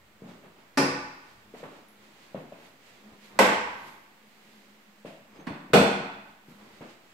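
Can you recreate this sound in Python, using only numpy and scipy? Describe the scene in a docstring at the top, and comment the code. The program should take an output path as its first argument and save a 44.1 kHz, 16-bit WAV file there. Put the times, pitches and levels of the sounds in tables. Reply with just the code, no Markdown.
"""A bare, echoing kitchen with a wooden floor. Someone shuts a cupboard, walks across the boards, pulls a
dishwasher door off its latch and pushes it shut again. Each door cracks, rings in its panel and sets the
room off; each footstep is a heel knock over a thud of the boards. Clothes rustle in swells of noise,
a hinge squeaks faintly and a low hum comes and goes, over a bed of room tone and soft low thumps."""
import sys
import numpy as np
from scipy import signal
from scipy.io import wavfile

SR = 44100
rng = np.random.default_rng(int(sys.argv[2]) if len(sys.argv) > 2 else 0)


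def materialize(psi):
    """Save the field psi as 16-bit PCM at rate SR to the path in sys.argv[1].

    A 1-D psi becomes a single channel; in a 2-D psi each row is a channel.
    """
    bounded = np.clip(np.atleast_2d(psi).T, -1, 1)
    quanta = np.round(bounded * 32767).astype(np.int16)
    wavfile.write(sys.argv[1], SR, quanta)


N = 314850

# The door hits: cupboard shuts, latch opens, dishwasher door touches, then shuts. Each row: start in
# seconds, crack, ring and room sends in dB, rattle length in seconds, pan in dB (positive is left).
DOOR_HITS = [(0.773, -17, -20.5, -8.5, 0.025, 1.5), (3.3897, -8, -20.5, -2, 0.0076, 0.5),
             (5.468, -26, -44, -22.5, 0.028, 1), (5.733, -11, -15.5, 0.0, 0.025, 1)]
# The colour of each hit's crack. Each row: frequency in Hz, relative level in dB.
CUPBOARD_TONE = [(41, -49), (70, -60), (142, -11), (228, -16), (274, -7.5), (451, -14), (554, -10.5),
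                 (761, -18), (853, -13), (1690, -18.5), (2650, -17.5), (2800, -27.5), (3330, -29),
                 (5020, -25), (11600, -38.5), (16000, -56)]
LATCH_TONE = [(41, -42), (70, -35), (135, -39), (190, -6), (274, -11), (307, -5), (344, -12.5), (494, -1),
              (744, -9.5), (892, -2.5), (1340, -12), (2020, -9.5), (4000, -23), (6500, -27.5), (7800, -25),
              (10000, -36), (12100, -32.5), (16000, -47)]
TOUCH_TONE = [(24, -39), (40, -18), (71, -25), (109, -22), (151, -1), (290, -2.5), (503, -12), (570, -13),
              (1070, -11.5), (1300, -17), (1810, -14.5), (2210, -19), (16000, -56.5)]
DISHWASHER_TONE = [(41, -31), (70, -29.5), (190, -2), (286, -5.5), (321, -13.5), (472, -1.5), (529, -7.5),
                   (711, -5), (1150, -16), (1470, -13.5), (1730, -18), (2540, -17.5), (5500, -30),
                   (8090, -32.5), (10500, -40.5), (12500, -36.5), (16000, -53)]
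# The notes the doors ring with. Each row: pitch in Hz, relative level in dB, seconds to fade 60 dB.
CUPBOARD_MODES = [(209.4, -8, 0.38), (252, -14, 0.36), (276.6, 4, 0.41), (373.7, -6.5, 0.59),
                  (493, -11, 0.54), (568, -12, 0.22), (858, -4, 0.18), (1184, -4.5, 0.097),
                  (1502, -2.5, 0.063), (1838, -7, 0.062), (2460, -28, 0.0063), (4940, -4, 0.0066),
                  (5310, -1.5, 0.0048), (5900, -16, .008), (8160, -24, .006)]
LATCH_MODES = [(197.5, -1.5, 0.44), (490, -7, 0.3), (510, 5, 0.23), (704, -8, 0.34), (862, -4, 0.12),
               (891, -5.5, 0.28), (963, -8.5, 0.27), (1136, -3, 0.035), (1566, 8, 0.026),
               (2040, -10, 0.013), (5330, -14, 0.0095)]
DISHWASHER_MODES = [(158, -5, 0.45), (195.7, -1, 0.62), (282.5, -6, 0.58), (364.5, -9.5, 0.62),
                    (481, -2, 0.27), (585, -6.5, 0.49), (662, -10, 0.54), (693, -17, 0.19),
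                    (1254, -35, 0.07), (1491, -2.5, 0.049), (2490, -1, 0.014), (3450, -10, 0.023),
                    (4260, -6, 0.0058), (8140, -10, 0.0031)]

# Heels and soles on wood. Each row: start in seconds, knock, thud, room and scuff sends in dB,
# knock pitch in Hz, treble tilt of the echo in dB per octave, pan in dB.
STEPS = [(0.22, -41.5, -39.5, -32.5, -58, 450, -15.5, 1), (0.437, -51, -51, -48, -52, 597, 3.5, 2),
         (1.539, -38.5, -51, -38.5, -51, 430, 1.5, 0.5), (1.63, -35, -52, -36.5, -43, 500, 1.5, 1.5),
         (2.346, -28.5, -34.5, -27.5, -44, 580, -4, 1.5), (2.522, -37.5, -55, -36, -56, 610, 0, 2),
         (5.049, -34.5, -41.5, -31.5, -52, 510, 1.5, 1.5), (5.39, -46, -46.5, -40, -50.5, 300, 0.5, 0.5),
         (5.702, -44, -46, -41, -60, 300, -11, 0), (6.483, -51, -45.5, -54, -62, 350, -10, 2),
         (6.512, -55, -54, -61, -60, 300, 7, 1), (6.808, -45, -39.5, -36.5, -44.5, 600, 1.5, 1)]
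# The notes of the floorboards. Each row: pitch in Hz, relative level in dB, seconds to fade 60 dB.
BOARD_MODES = [(162.7, -5, 0.28), (192, -2, 0.19), (234.4, -4, 0.27), (499, -16, 0.16)]
# The colour a step sends into the room. Each row: frequency in Hz, relative level in dB.
STEP_TONE = [(24, -48), (40, -50), (149, -5.5), (234, -5), (405, -7.5), (593, -2), (890, -15.5),
             (1400, -23.5), (2610, -20), (5460, -41.5), (12000, -47), (15600, -74), (22000, -120)]
# Small bright ticks. Each row: start in seconds, level in dB, pitch in Hz, pan in dB.
TICKS = [(1.5844, -51, 7550, 0.5), (1.8862, -50, 11100, 6.0)]

# Moves of the clothes. Each row: peak time in seconds, rise and fall in seconds per 20 dB,
# then body, swish and fine hiss levels in dB.
RUSTLES = [(0.3, 0.13, 0.28, -51.5, -58.5, -79), (0.6, 0.12, 0.32, -58, -64.5, -88),
           (1.3, 0.6, .4, -61.5, -61, -77), (1.59, 0.084, .15, -58, -54.5, -69),
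           (1.77, 0.42, 0.21, -53, -59.5, -78), (1.89, .02, .12, -63, -72, -72),
           (2.04, 0.15, 0.27, -60, -61.5, -80), (2.24, .4, 0.37, -59.5, -58, -75),
           (2.38, 0.078, .25, -67, -64, -77), (2.66, .3, 0.17, -56.5, -57.5, -72),
           (2.88, 0.18, 0.49, -69, -57.5, -75), (3.14, 0.58, 0.15, -56, -66.5, -86),
           (3.25, 0.11, 0.25, -68, -55, -70), (3.38, 0.18, 0.06, -49, -64, -76),
           (3.88, 0.3, 0.25, -53.5, -54.5, -64.5), (4.53, 0.99, 1, -63, -61, -75),
           (4.988, 0.047, .06, -75, -67, -82), (5.075, .04, .2, -61.5, -56, -76),
           (5.37, 0.099, 0.12, -52, -62, -91), (6.3, .2, 0.17, -62, -67, -76),
           (6.5, 0.059, 0.31, -69, -61.5, -70), (6.62, 0.16, 0.78, -54.5, -63, -82),
           (6.78, 0.37, .1, -68, -59.5, -77), (6.9, 0.19, 0.17, -62, -56, -79),
           (7.11, 0.2, .2, -65.5, -63, -89)]
# The three registers of cloth, low to high. 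Each row: frequency in Hz, relative level in dB.
CLOTH_BODY = [(59, -69), (100, -13.5), (338, -6.5), (678, -13), (755, -11), (1240, -13.5), (4000, -33),
              (5200, -68), (8800, -120)]
CLOTH_SWISH = [(1180, -13.5), (2000, -2.5), (3720, -8.5), (4740, -10), (5750, -15), (6920, -14),
               (9400, -21), (11000, -35), (14300, -51), (22000, -120)]
CLOTH_HISS = [(5290, -35), (9000, -4), (12800, 5), (15100, -15), (16000, -36)]
# Hinge squeaks. Each row: peak time in seconds, rise and fall in seconds per 20 dB, pitch in Hz,
# width in Hz, level in dB.
SQUEAKS = [(5.415, .1, .05, 6330, 200, -70), (5.36, .04, .04, 5050, 400, -70),
           (5.0, .04, .15, 8000, 200, -78)]

# The fader ride of the hum. Each row: time in seconds, level in dB.
HUM_RIDE = [(0.0, -82), (0.14, -64), (0.4, -87), (1.3, -85), (1.46, -63), (1.95, -65.5), (2.3, -68),
            (2.9, -91), (3.08, -55), (3.2, -59.5), (3.4, -59), (4.151, -73), (4.25, -64), (4.6, -64.5),
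            (5.0, -66.5), (5.23, -70), (5.3, -64), (6.2, -64), (6.46, -70), (6.52, -60.5), (6.66, -57.5),
            (6.8, -66), (7.14, -83)]
# Soft low thumps. Each row: peak time in seconds, level in dB, fall in seconds per 20 dB (zero or less cuts off
# at once).
THUMPS = [(0.0, -64.5, 0.5), (0.23, -68, -1.5), (0.45, -69, .3), (0.812, -52, .45), (1.36, -63.5, 0.4),
          (1.63, -64.5, -1.2), (1.99, -75, 2), (2.35, -68, -2.5), (2.72, -77, 1), (3.14, -62, 0),
          (3.42, -49, 0.4), (3.52, -53, -1), (5.07, -74, 7), (5.4, -71, -2), (5.53, -46, 0),
          (5.81, -34.5, .12), (5.939, -49.5, 0.27), (6.48, -71, 0.5), (6.81, -74, .2)]
# The colours of the thumps and of the room tone. Each row: frequency in Hz, relative level in dB.
THUMP_TONE = [(15, -27), (40, -20), (90, -12), (140, -10.5), (400, -91)]
AIR_TONE = [(26, -39), (45, -31), (48, -16), (65, -53), (146, -2.5), (217, -1.5), (346, -4.5), (818, -5.5),
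            (1370, -6.5), (2030, -6), (5840, -20), (7850, -18.5), (9550, -26), (14900, -20.5), (16000, -25)]

# The kitchen's reverb time. Each row: frequency in Hz, seconds to fade 60 dB.
REVERB_TIMES = [(60, 0.41), (200, 0.72), (500, 0.58), (1000, 0.96), (2000, 0.92), (4000, 0.79),
                (7000, 0.66), (11000, 0.43), (13000, 0.41), (15500, 0.33)]
# Stereo likeness, first of reverb and thumps, then of cloth and room tone.
# Each row: frequency in Hz, correlation of left and right (1 is mono).
ROOM_LIKENESS = [(60, 0.9), (130, 0.98), (290, 0.96), (640, 0.68), (1410, -0.32), (3100, 0.12),
                 (6820, -0.14), (15000, 0.57)]
AIR_LIKENESS = [(100, 0.4), (300, 0.9), (700, 0.48), (1500, 0.024), (8000, 0.021)]
# How the microphone pair leans to one side. Each row: frequency in Hz, pan in dB.
MIC_LEAN = [(60, 0), (110, 1), (200, -2.5), (380, 2.5), (700, -1), (1290, -2.0), (2380, -3.5), (4400, -6),
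            (8120, 0), (15000, 6.5)]


def doors():
    """A short rattle of contacts cracks, the door's panel rings, and both spill into the room."""
    out, t = np.zeros((2, N)), np.arange(SR // 2) / SR
    tones = (CUPBOARD_TONE, LATCH_TONE, TOUCH_TONE, DISHWASHER_TONE)
    panels = (CUPBOARD_MODES, LATCH_MODES, DISHWASHER_MODES, DISHWASHER_MODES)
    for (start, crack_db, ring_db, room_db, rattle_s, pan_db), tone, modes in zip(DOOR_HITS, tones, panels):
        progress = t[:4096] / rattle_s
        contacts = rng.standard_normal((3, 4096)) * np.sqrt(progress) * np.exp(-3 * progress)
        rattle = contacts[0] + 0.5 * contacts[1:]  # spread in stereo along the door edge
        rattle /= np.linalg.norm(rattle[0])
        click = shaped_click(tone)
        crack = 10 * gain_of(crack_db) * signal.fftconvolve(rattle, click[None])
        hz, db, t60 = np.transpose(modes)[..., None]
        rings = ping(t, hz, ring_db + db, t60) * fade_in(t, rise_s=2.2 / hz)
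        radiated = (rings * (hz / 1000) ** 0.84).sum(0)  # high modes carry better into the room
        send = gain_of(room_db) * np.pad(click, (0, len(t) - len(click))) + gain_of(-20.5) * radiated
        for layer in (crack, rings.sum(0), reverb(send, rise_s=0.0032, length=SR)):
            place(out, start, layer, pan_db)
    return out


def footsteps():
    """Each step knocks and thuds through the boards, and the room answers a moment later."""
    out, t = np.zeros((2, N)), np.arange(8192) / SR
    thud = sum(ping(t, *mode) for mode in BOARD_MODES) * fade_in(t, rise_s=0.0025)
    for start, knock_db, thud_db, room_db, _, hz, tilt_db, pan_db in STEPS:
        knock = -2 * ping(t, hz, knock_db, t60=0.029) * fade_in(t, rise_s=0.00052)
        place(out, start, knock + gain_of(thud_db) * thud, pan_db)
        send = gain_of(room_db) * shaped_click(STEP_TONE, tilt_db) + gain_of(-37.5) * knock[:2048]
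        place(out, start + 0.004, reverb(send, rise_s=0.00067), pan_db)  # 4 ms of pre-delay
    return out


def ticks():
    """Tiny bright pings that die at once and leave a touch of reverb."""
    out, t = np.zeros((2, N)), np.arange(8192) / SR
    for start, db, hz, pan_db in TICKS:
        tick = ping(t, hz, db, t60=0.0047)
        place(out, start, tick, pan_db)
        place(out, start, gain_of(-17) * reverb(tick, rise_s=0.004), pan_db)
    return out


def clothes():
    """Cloth noise in three registers swells with each move; each step adds a scuff in the lowest."""
    body, swish, hiss = (sum(swell(*row[:3], row[column]) for row in RUSTLES) for column in (3, 4, 5))
    scuff_rise_s, scuff_fall_s = 0.0067, 0.16
    for start, _, _, _, scuff_db, *_ in STEPS:
        body += swell(start + scuff_rise_s, scuff_rise_s, scuff_fall_s, scuff_db)
    registers = ((body, CLOTH_BODY), (swish, CLOTH_SWISH), (hiss, CLOTH_HISS))
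    return sum(envelope(power) * noise_bed(tone, AIR_LIKENESS, frame=512) for power, tone in registers)


def hinge():
    """The hinge whistles faintly: short, high swells of a partly steady, partly wavering tone."""
    return sum(envelope(swell(peak_s, rise_s, fall_s, db)) * wavering_tone(hz, width_hz, steady=0.6)
               for peak_s, rise_s, fall_s, hz, width_hz, db in SQUEAKS)


def hum():
    """A low, throbbing hum that comes and goes."""
    level_db = np.interp(np.arange(N) / SR, *np.transpose(HUM_RIDE))
    return gain_of(level_db) * wavering_tone(hz=209, width_hz=15)


def thumps():
    """Soft bumps come as swells of deep rumble."""
    power = sum(swell(peak_s, rise_s=0.07, fall_s=fall_s, db=db) for peak_s, db, fall_s in THUMPS)
    return envelope(power) * noise_bed(THUMP_TONE, ROOM_LIKENESS, frame=4096)


def room_tone():
    """A steady bed of kitchen air and microphone hiss."""
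    return gain_of(-60.5) * noise_bed(AIR_TONE, AIR_LIKENESS, frame=1024)


def reverb(send, rise_s, length=SR // 2):
    """The kitchen's answer: dense reflections build up, then each band dies at its own speed."""
    tail = stereo_noise(lambda hz, t: -60 * t / curve_at(REVERB_TIMES, hz), length, ROOM_LIKENESS, 512)
    tail *= fade_in(np.arange(length) / SR, rise_s)
    return signal.fftconvolve(send[None], 10 * tail / np.linalg.norm(tail[0]), axes=1)


def gain_of(db):
    """Decibels as a gain."""
    return 10 ** (np.asarray(db) / 20)


def unit_rms(sound):
    """The sound brought to an RMS of 1."""
    return sound / np.sqrt(np.mean(sound ** 2) + 1e-20)


def curve_at(points, hz):
    """A curve's value at hz, along a log frequency axis."""
    point_hz, values = np.transpose(points)
    return np.interp(np.log(hz + 1), np.log(point_hz + 1), values)


def place(mix, start, sound, pan_db):
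    """Drop a sound into the mix at start seconds, pan_db louder on the left."""
    part = mix[:, round(start * SR):][:, :sound.shape[-1]]
    part += sound[..., :part.shape[1]] * gain_of([[pan_db / 2], [-pan_db / 2]])


def ping(t, hz, db, t60):
    """One struck mode: a sine that fades 60 dB in t60 seconds."""
    return gain_of(db - 60 * t / t60) * np.sin(2 * np.pi * hz * t)


def fade_in(t, rise_s):
    """A rounded attack from silence to full level."""
    return 1 - np.exp(-t / rise_s)


def shaped_click(tone, tilt_db=0):
    """The tightest click with this colour (minimum phase), at unit energy."""
    hz = abs(np.fft.fftfreq(4096, 1 / SR))
    level_db = curve_at(tone, hz) + tilt_db * np.log2(1 + hz / 500)
    log_gain = np.log(gain_of(np.maximum(level_db, -100)))
    phase = -signal.hilbert(log_gain).imag
    click = np.fft.ifft(np.exp(log_gain + 1j * phase)).real[:2048]
    return click / np.linalg.norm(click)


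def stereo_noise(level_db, length, likeness, frame):
    """Stereo noise, sculpted over frequency and time by level_db(hz, t)."""
    hz = np.fft.rfftfreq(frame, 1 / SR)[:, None]
    t = np.arange(4 * length // frame + 5) * frame / 4 / SR
    draws = rng.standard_normal((len(t), len(hz), 4)).T
    left, unrelated = draws[::2] + 1j * draws[1::2]
    shared = np.clip(curve_at(likeness, hz), -1, 1)
    right = shared * left + np.sqrt(1 - shared ** 2) * unrelated
    spectra = np.array([left, right]) * gain_of(level_db(hz, t))
    return signal.istft(spectra, nperseg=frame, noverlap=3 * frame // 4)[1][:, :length]


def noise_bed(tone, likeness, frame):
    """Steady stereo noise of one colour, as long as the scene."""
    return unit_rms(stereo_noise(lambda hz, _: curve_at(tone, hz), N, likeness, frame))


def swell(peak_s, rise_s, fall_s, db):
    """Power, every 64 samples, of a swell that climbs 20 dB in rise_s and drops 20 dB in fall_s."""
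    t = np.arange(0, N, 64) / SR - peak_s
    drop_db = 20 * np.where(t < 0, -t / max(rise_s, 0.005), t / max(fall_s, 0.005))
    return gain_of(db - drop_db) ** 2


def envelope(power):
    """Gain per sample from the power of swells."""
    return np.interp(np.arange(N), np.arange(0, N, 64), np.sqrt(power))


def wavering_tone(hz, width_hz, steady=0):
    """Noise in one narrow resonance wavers and throbs; steady blends in a pure tone."""
    pole = np.exp(-np.pi * width_hz / SR)
    waver = rng.standard_normal(N) + 1j * rng.standard_normal(N)
    for _ in range(2):
        waver = signal.lfilter([1 - pole], [1, -pole], waver)
    carrier = np.exp(2j * np.pi * hz * np.arange(N) / SR)
    return unit_rms(((steady + waver / np.std(waver)) * carrier).real)


def scene():
    """Doors up front, the person's movements behind them, hum and room tone underneath."""
    return doors() + footsteps() + ticks() + clothes() + hum() + hinge() + room_tone() + thumps()


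def record(dry):
    """The microphone pair leans left or right by frequency, cuts the very top and adds a tiny DC offset."""
    hz = np.fft.rfftfreq(512, 1 / SR)
    lean_db = curve_at(MIC_LEAN, hz)
    lean = np.array([signal.firwin2(255, hz, gain_of(side * lean_db / 2), fs=SR) for side in (1, -1)])
    high_cut = signal.firwin(511, cutoff=15800, window=("kaiser", 9), fs=SR)[None]
    leaning = signal.oaconvolve(dry, lean, "same", axes=1)
    return signal.oaconvolve(leaning, high_cut, "same", axes=1) - 0.0005


dry = scene()
out = record(dry)
materialize(out)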